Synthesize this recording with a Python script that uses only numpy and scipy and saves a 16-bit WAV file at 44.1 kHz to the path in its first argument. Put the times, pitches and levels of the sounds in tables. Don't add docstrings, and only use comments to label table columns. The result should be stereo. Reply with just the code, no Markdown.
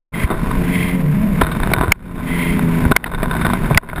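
import sys
import numpy as np
from scipy import signal
from scipy.fft import rfft, irfft, next_fast_len
from scipy.io import wavfile

SR = 44100
rng = np.random.default_rng(int(sys.argv[2]) if len(sys.argv) > 2 else 0)


def output_pcm(signal):
    pcm = np.clip(np.atleast_2d(signal).T, -1, 1) * 32767
    wavfile.write(sys.argv[1], SR, np.round(pcm).astype(np.int16))


N = 176400
T = np.arange(N) / SR


def from_db(db):
    return 10 ** (np.asarray(db) / 20)


def rms_one(x):
    return x / np.sqrt(np.mean(x ** 2) + 1e-20)


def curve(rows):
    return np.interp(T, *np.transpose(rows))


def drift(rate):
    r = np.exp(-80 * np.pi * rate / SR)
    slow = signal.lfilter([1], [1, -2 * r, r * r], rng.standard_normal(N // 40 + 2002))[2000:]
    return np.interp(np.arange(N) / 40, np.arange(len(slow)), rms_one(slow))


def colour(x, spectrum, peaks=()):
    size = 2 * next_fast_len(len(x) // 2 + 2048)
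    f = np.maximum(np.arange(size // 2 + 1) * SR / size, 1)
    hz, db = np.transpose(spectrum)
    roll_off = np.minimum(f / hz[0], 1) * np.minimum(hz[-1] / f, 1) ** 2
    cepstrum = irfft(np.log(from_db(np.interp(np.log(f), np.log(hz), db)) * roll_off))
    cepstrum[1:size // 2] *= 2
    cepstrum[size // 2 + 1:] = 0
    response = np.exp(rfft(cepstrum))
    for centre, width, boost in peaks:
        response *= 1 + (from_db(boost) - 1) / (1 + 1j * (f * f - centre ** 2) / (f * width))
    return irfft(rfft(x, size) * response)[:len(x)]


def add(out, start, sound):
    i = int(start * SR)
    out[i:i + len(sound)] += sound[:max(N - i, 0)]


FIRING_RATE = [(0.12, 89), (1.4, 88), (2.05, 89), (2.25, 86.3), (2.83, 81.7), (3.15, 85), (3.4, 79.5),
               (3.75, 78), (4.0, 80)]
ENGINE_LEVEL = [(0.42, -35), (0.6, -18.5), (0.97, -19.5), (1.15, -24), (1.5, -25.5), (1.9, -31.5),
                (2.1, -18.5), (2.45, -14), (2.8, -18.5), (2.92, -21.5), (4.0, -24)]
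EXHAUST_HARMONICS = [(1, -17), (2, 0), (3, -7), (4, -14), (5, -14), (7, -22), (11, -25), (12, -21)]

def engine():
    resonance_hz, half_width_hz, boost_db = 243, 6.8, 7
    firing_hz = curve(FIRING_RATE) * (1 + 0.002 * drift(11.5))
    phase, out = 2 * np.pi * np.cumsum(firing_hz) / SR, 0
    for k, db in EXHAUST_HARMONICS:
        swell_db = boost_db / (1 + ((k * firing_hz - resonance_hz) / half_width_hz) ** 2)
        flutter_db = 1.5 * drift(7.6)
        out += from_db(db + swell_db + flutter_db) * np.sin(k * phase + 2 * np.pi * rng.random())
    return rms_one(out) * from_db(curve(ENGINE_LEVEL))


SLAPS = [(1.9199, 20.5, 2180), (2.9636, 20, 2174), (3.041, 4, 1930), (3.746, -10, 2300), (3.7747, 23, 2013),
         (3.898, -8.5, 2100)]
PORT_OVERTONES = [9850, 14180]
SPLATTER_SPECTRUM = [(150, -3), (700, 10.5), (1900, 13.5), (3500, 1.5), (6000, -20.5), (12000, -29)]

def slaps():
    rise_s, sag_per_s, tail_s = 0.002, 3, 0.0051
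    out, t = np.zeros(N), T[:SR // 20]
    age = t / rise_s
    pulse = age * np.exp((1 - age ** 2) / 2)
    tail = from_db(-21) * np.exp(-t / tail_s)
    overtones = from_db(-12.5) * sum(np.sin(2 * np.pi * f * t) for f in PORT_OVERTONES)
    for start, db, hz in SLAPS:
        ring = np.sin(2 * np.pi * hz * t * (1 - sag_per_s * (t / 2 - rise_s))) + overtones
        splatter = rms_one(colour(rng.standard_normal(len(t)), SPLATTER_SPECTRUM))
        add(out, start, from_db(db) * (pulse * (ring + 0.59 * splatter) + tail * splatter))
    return out


SHELL_RESPONSE = [(60, -3.5), (200, 4), (400, 2.5), (540, -8.5), (750, -4), (1300, -4.5), (2200, -12),
                  (2900, -24.5), (4200, -31), (6000, -47), (7700, -38.5), (10000, -24), (12000, -31),
                  (13800, -24.5), (16000, -56)]
SHELL_MODES = [(645, 55, 7), (1005, 90, 10), (1500, 110, 9), (3650, 120, 17), (5080, 160, 7),
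               (8330, 100, 18), (10500, 170, 10), (11000, 80, 10), (13000, 90, 10), (13500, 140, 9)]
SPLASHES = [(0.302, -8, 0.003, -0.5), (0.309, -10.5, 0.023, 4.5), (0.512, -11, 0.0042, -4.5),
            (1.4113, -5.5, 0.0062, -1), (1.416, 5.5, 0.0057, 3.5), (1.434, -6, .004, -9),
            (1.467, -5, 0.0018, -3), (1.515, -8.5, 0.0095, -8.5), (1.633, -5, 0.0023, -6),
            (1.7158, -5.5, 0.0029, 1.5), (1.7358, 5.5, 0.0025, -5.5), (1.747, -4, 0.0066, 1),
            (1.776, -11, 0.0027, 5), (1.811, 2.5, 0.0014, 3), (1.834, -1, 0.0088, 1),
            (1.912, -11.5, 0.022, 5.5), (2.852, -6.5, 0.0022, 5), (2.914, 7.5, 0.0017, 1),
            (2.919, 10, 0.0021, 0.5), (2.955, -8, 0.019, 4), (3.063, -3, 0.0074, -6.5),
            (3.114, -6, 0.011, 0), (3.146, -4.5, 0.0051, -5.5), (3.23, 5, 0.0026, -3),
            (3.311, -4, 0.0036, -3), (3.332, -7.5, 0.0033, -7), (3.365, -6.5, 0.0068, -3),
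            (3.412, -6, 0.011, -8.5), (3.448, -4, 0.01, -1.5), (3.466, -2, 0.0017, -3.5),
            (3.499, -6, 0.0053, -1), (3.534, 0.5, 0.0036, -4.5), (3.656, -14, 0.0074, 0.5),
            (3.71, -6.5, 0.0012, 11), (3.778, 22, 0.0012, -1.5), (3.831, -1.5, 0.0098, 5),
            (3.888, -0.5, 0.005, -3), (3.931, 1, 0.0038, 4), (3.959, -5, 0.0096, -4), (3.98, -2, .006, 2)]

def splashes():
    rise_s = 0.00046
    out, t = np.zeros(N), T[:SR // 10]
    for start, db, decay_s, thud_db in SPLASHES:
        modes = [(hz, width, boost + 3 * rng.uniform(-0.84, 1)) for hz, width, boost in SHELL_MODES]
        burst = rng.standard_normal(len(t)) * np.exp(-t / decay_s) * (1 - np.exp(-t / rise_s))
        knock = colour(burst, SHELL_RESPONSE, modes)
        tilt = [(20, 0), (500, thud_db), (1200, 0), (4000, -thud_db), (16000, 0)]
        add(out, start, from_db(db + 2.5) * colour(knock / np.abs(knock).max(), tilt))
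    return out


SPRAY_LEVEL = [(0.12, -32.5), (0.55, -29.5), (0.7, -59), (1.3, -86), (1.42, -17), (1.68, -30), (1.82, -8.5),
               (1.9, -23.5), (2.4, -28.5), (2.75, -31.5), (2.87, -26.5), (3.1, -18), (3.48, -24.5),
               (3.59, -30), (3.72, -23.5), (4.0, -19.5)]

def spray():
    drops_per_s, spread_db, clump_db = 380, 3.8, 4.5
    sizes = from_db(spread_db * np.minimum(rng.exponential(1, N), np.pi)) * rng.choice([-1, 1], N)
    hits = rng.random(N) < drops_per_s / SR
    drops = sizes * hits * from_db(clump_db * np.tanh(drift(50)))
    return rms_one(colour(drops, SHELL_RESPONSE, SHELL_MODES)) * from_db(curve(SPRAY_LEVEL))


TICKS = [(1.602, -1.5), (1.674, -2.5), (2.594, -1.5)]

def ticks():
    out, impulse = np.zeros(N), np.zeros(SR // 20)
    impulse[:2] = 1, -0.35
    tick = colour(impulse, SHELL_RESPONSE, SHELL_MODES)
    for start, db in TICKS:
        add(out, start, from_db(db) * tick / np.abs(tick).max())
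    return out


THUMPS = [(0.241, -4, 60.4), (1.428, 0.5, 64.6), (1.771, -3.5, 116), (1.882, -1.5, 88), (2.859, -2, 74.5),
          (3.708, -4, 135)]

def thumps():
    rise_s = 0.0049
    out, t = np.zeros(N), T[:SR // 10]
    envelope = t / rise_s * np.exp(1 - t / rise_s)
    for start, db, hz in THUMPS:
        add(out, start, -from_db(db) * envelope * np.sin(2 * np.pi * hz * t))
    return out


RUMBLE_SPECTRUM = [(15, 5.5), (32, 3), (55, 1.5), (100, -8), (170, -6.5), (300, -22.5), (500, -18.5),
                   (1200, -58.5)]
RUMBLE_LEVEL = [(0.12, -20), (0.24, -29), (0.28, -48), (0.33, -20), (0.6, -20), (0.95, -28), (1.3, -20.5),
                (1.88, -13), (2.1, -19.5), (2.75, -21.5), (2.88, -17), (3.15, -12.5), (3.55, -22.5),
                (3.72, -14), (4.0, -11)]
RUSH_SPECTRUM = [(60, -13), (140, 2.5), (220, 1.5), (330, -11.5), (520, -20.5), (1400, -23), (2200, -19.5),
                 (2900, -30.5), (4000, -40), (6000, -43.5), (8000, -43), (10000, -35.5), (14000, -39),
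                 (16000, -41)]
RUSH_LEVEL = [(0.12, -30.5), (0.24, -14), (0.26, -28.5), (0.36, -28), (0.6, -20), (0.85, -20.5), (1.0, -25),
              (1.35, -22.5), (1.6, -19), (2.0, -24), (2.3, -20), (2.8, -19.5), (3.1, -21), (4.0, -21)]
HOUSING_MODES = [(640, 45, 7), (1020, 80, 9), (1550, 130, 3), (3600, 150, 5), (11000, 90, 5)]

def wind():
    rumble = rms_one(colour(rng.standard_normal(N), RUMBLE_SPECTRUM))
    rumble *= from_db(curve(RUMBLE_LEVEL) + 2 * np.tanh(drift(22)))
    rush = rms_one(colour(rng.standard_normal(N), RUSH_SPECTRUM, HOUSING_MODES))
    rush *= from_db(curve(RUSH_LEVEL) + 1.92 * drift(72))
    return rumble + rush


HUMS = [(0.846, 0.25, 177, 178, -15.5), (0.994, 0.18, 150.3, 149, -16.5), (1.132, 0.19, 202, 224, -21),
        (1.224, 0.22, 213, 166, -16.5), (1.275, 0.29, 148.8, 159.8, -18),
        (2.442, 0.22, 204.6, 199.2, -19.5), (3.499, 0.071, 182.6, 193, -18)]
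HUM_OVERTONES = [(3, -23)]
MICROPHONE_BAND = [(18, 0), (20000, 0)]

def hums():
    out, waver, flutter = np.zeros(N), 1 + 0.012 * drift(28), from_db(1.5 * drift(3.7))
    for start, duration, first_hz, last_hz, db in HUMS:
        progress = np.clip((T - start) / duration, 0, 1)
        hz = (first_hz + (last_hz - first_hz) * progress) * waver
        phase = 2 * np.pi * np.cumsum(hz) / SR
        tone = np.sin(phase) + sum(from_db(level) * np.sin(k * phase) for k, level in HUM_OVERTONES)
        out += from_db(db) * np.sqrt(2 * np.abs(np.sin(np.pi * progress))) * tone
    return colour(out * flutter, MICROPHONE_BAND, HOUSING_MODES)


GUSTS = [(0.143, 0.256, 0.0056, -27), (0.713, 0.914, 0.036, -23), (2.288, 2.536, 0.032, -21.5),
         (3.503, 3.58, .01, -33.5)]
HISS_SPECTRUM = [(500, -22), (1400, -13), (2150, -2), (2700, -4.5), (4500, -20), (6000, -27), (10000, -17),
                 (12000, -28), (14500, -21)]
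PORT_RESPONSE = [(2040, 150, 16), (2880, 180, -14), (3200, 160, 8), (8830, 150, 7), (9930, 240, 15),
                 (14090, 190, 17)]

def port_hiss():
    envelope = sum(from_db(db) * (np.tanh((T - start) / edge / 2) - np.tanh((T - end) / edge / 2)) / 2
                   for start, end, edge, db in GUSTS)
    hiss = rms_one(colour(rng.standard_normal(N), HISS_SPECTRUM, PORT_RESPONSE))
    return hiss * envelope * from_db(2 * drift(61))


HOLLOW_BAND = [980, 1100]

def hollow_ring():
    centre_s, spread_s = 0.45, 0.091
    resonator = signal.butter(1, HOLLOW_BAND, "band", fs=SR, output="sos")
    ring = rms_one(signal.sosfilt(resonator, rng.standard_normal(N)))
    return from_db(-34.5) * ring * np.exp(-0.5 * ((T - centre_s) / spread_s) ** 2)


WHISTLE_BANDS = [(11800, 50, 40), (12210, 50, 39)]
WHISTLE_LEVEL = [(0.4, -60), (0.6, -47), (1.38, -46), (1.45, -62), (1.95, -60), (2.2, -47), (2.85, -47),
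                 (2.95, -62)]

def whistle():
    bands = colour(rng.standard_normal(N), [(9000, -30), (12000, 0), (15000, -30)], WHISTLE_BANDS)
    return rms_one(bands) * from_db(curve(WHISTLE_LEVEL))


FADE_IN = [(0.12, 0), (0.145, 0.91)]

def scene():
    mono = engine() + whistle() + wind() + hums() + port_hiss() + hollow_ring()
    mono += spray() + ticks() + splashes() + thumps() + slaps()
    return np.array([mono, mono]) * curve(FADE_IN)


TREBLE_NOTCHES = [(6020, 800, -13), (12010, 170, -14)]

def record(dry):
    attack_s, release_s, ceiling, cutoff_hz = 0.003, 0.22, 0.84, 15400
    over_db = np.maximum(20 * np.log10(np.abs(dry).max(axis=0) + 1e-9), 0)
    release = np.exp(-T / release_s)
    held_db = np.maximum.accumulate(over_db / release) * release
    pole = np.exp(-1 / (attack_s * SR))
    duck_db = signal.lfilter([1 - pole], [1, -pole], held_db)
    limited = dry * from_db(-duck_db)
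    clipped = limited / (1 + (limited / ceiling) ** 6) ** (1 / 6)
    notched = np.array([colour(channel, MICROPHONE_BAND, TREBLE_NOTCHES) for channel in clipped])
    return signal.sosfiltfilt(signal.butter(30, cutoff_hz, fs=SR, output="sos"), notched)


dry = scene()
out = record(dry)
output_pcm(out)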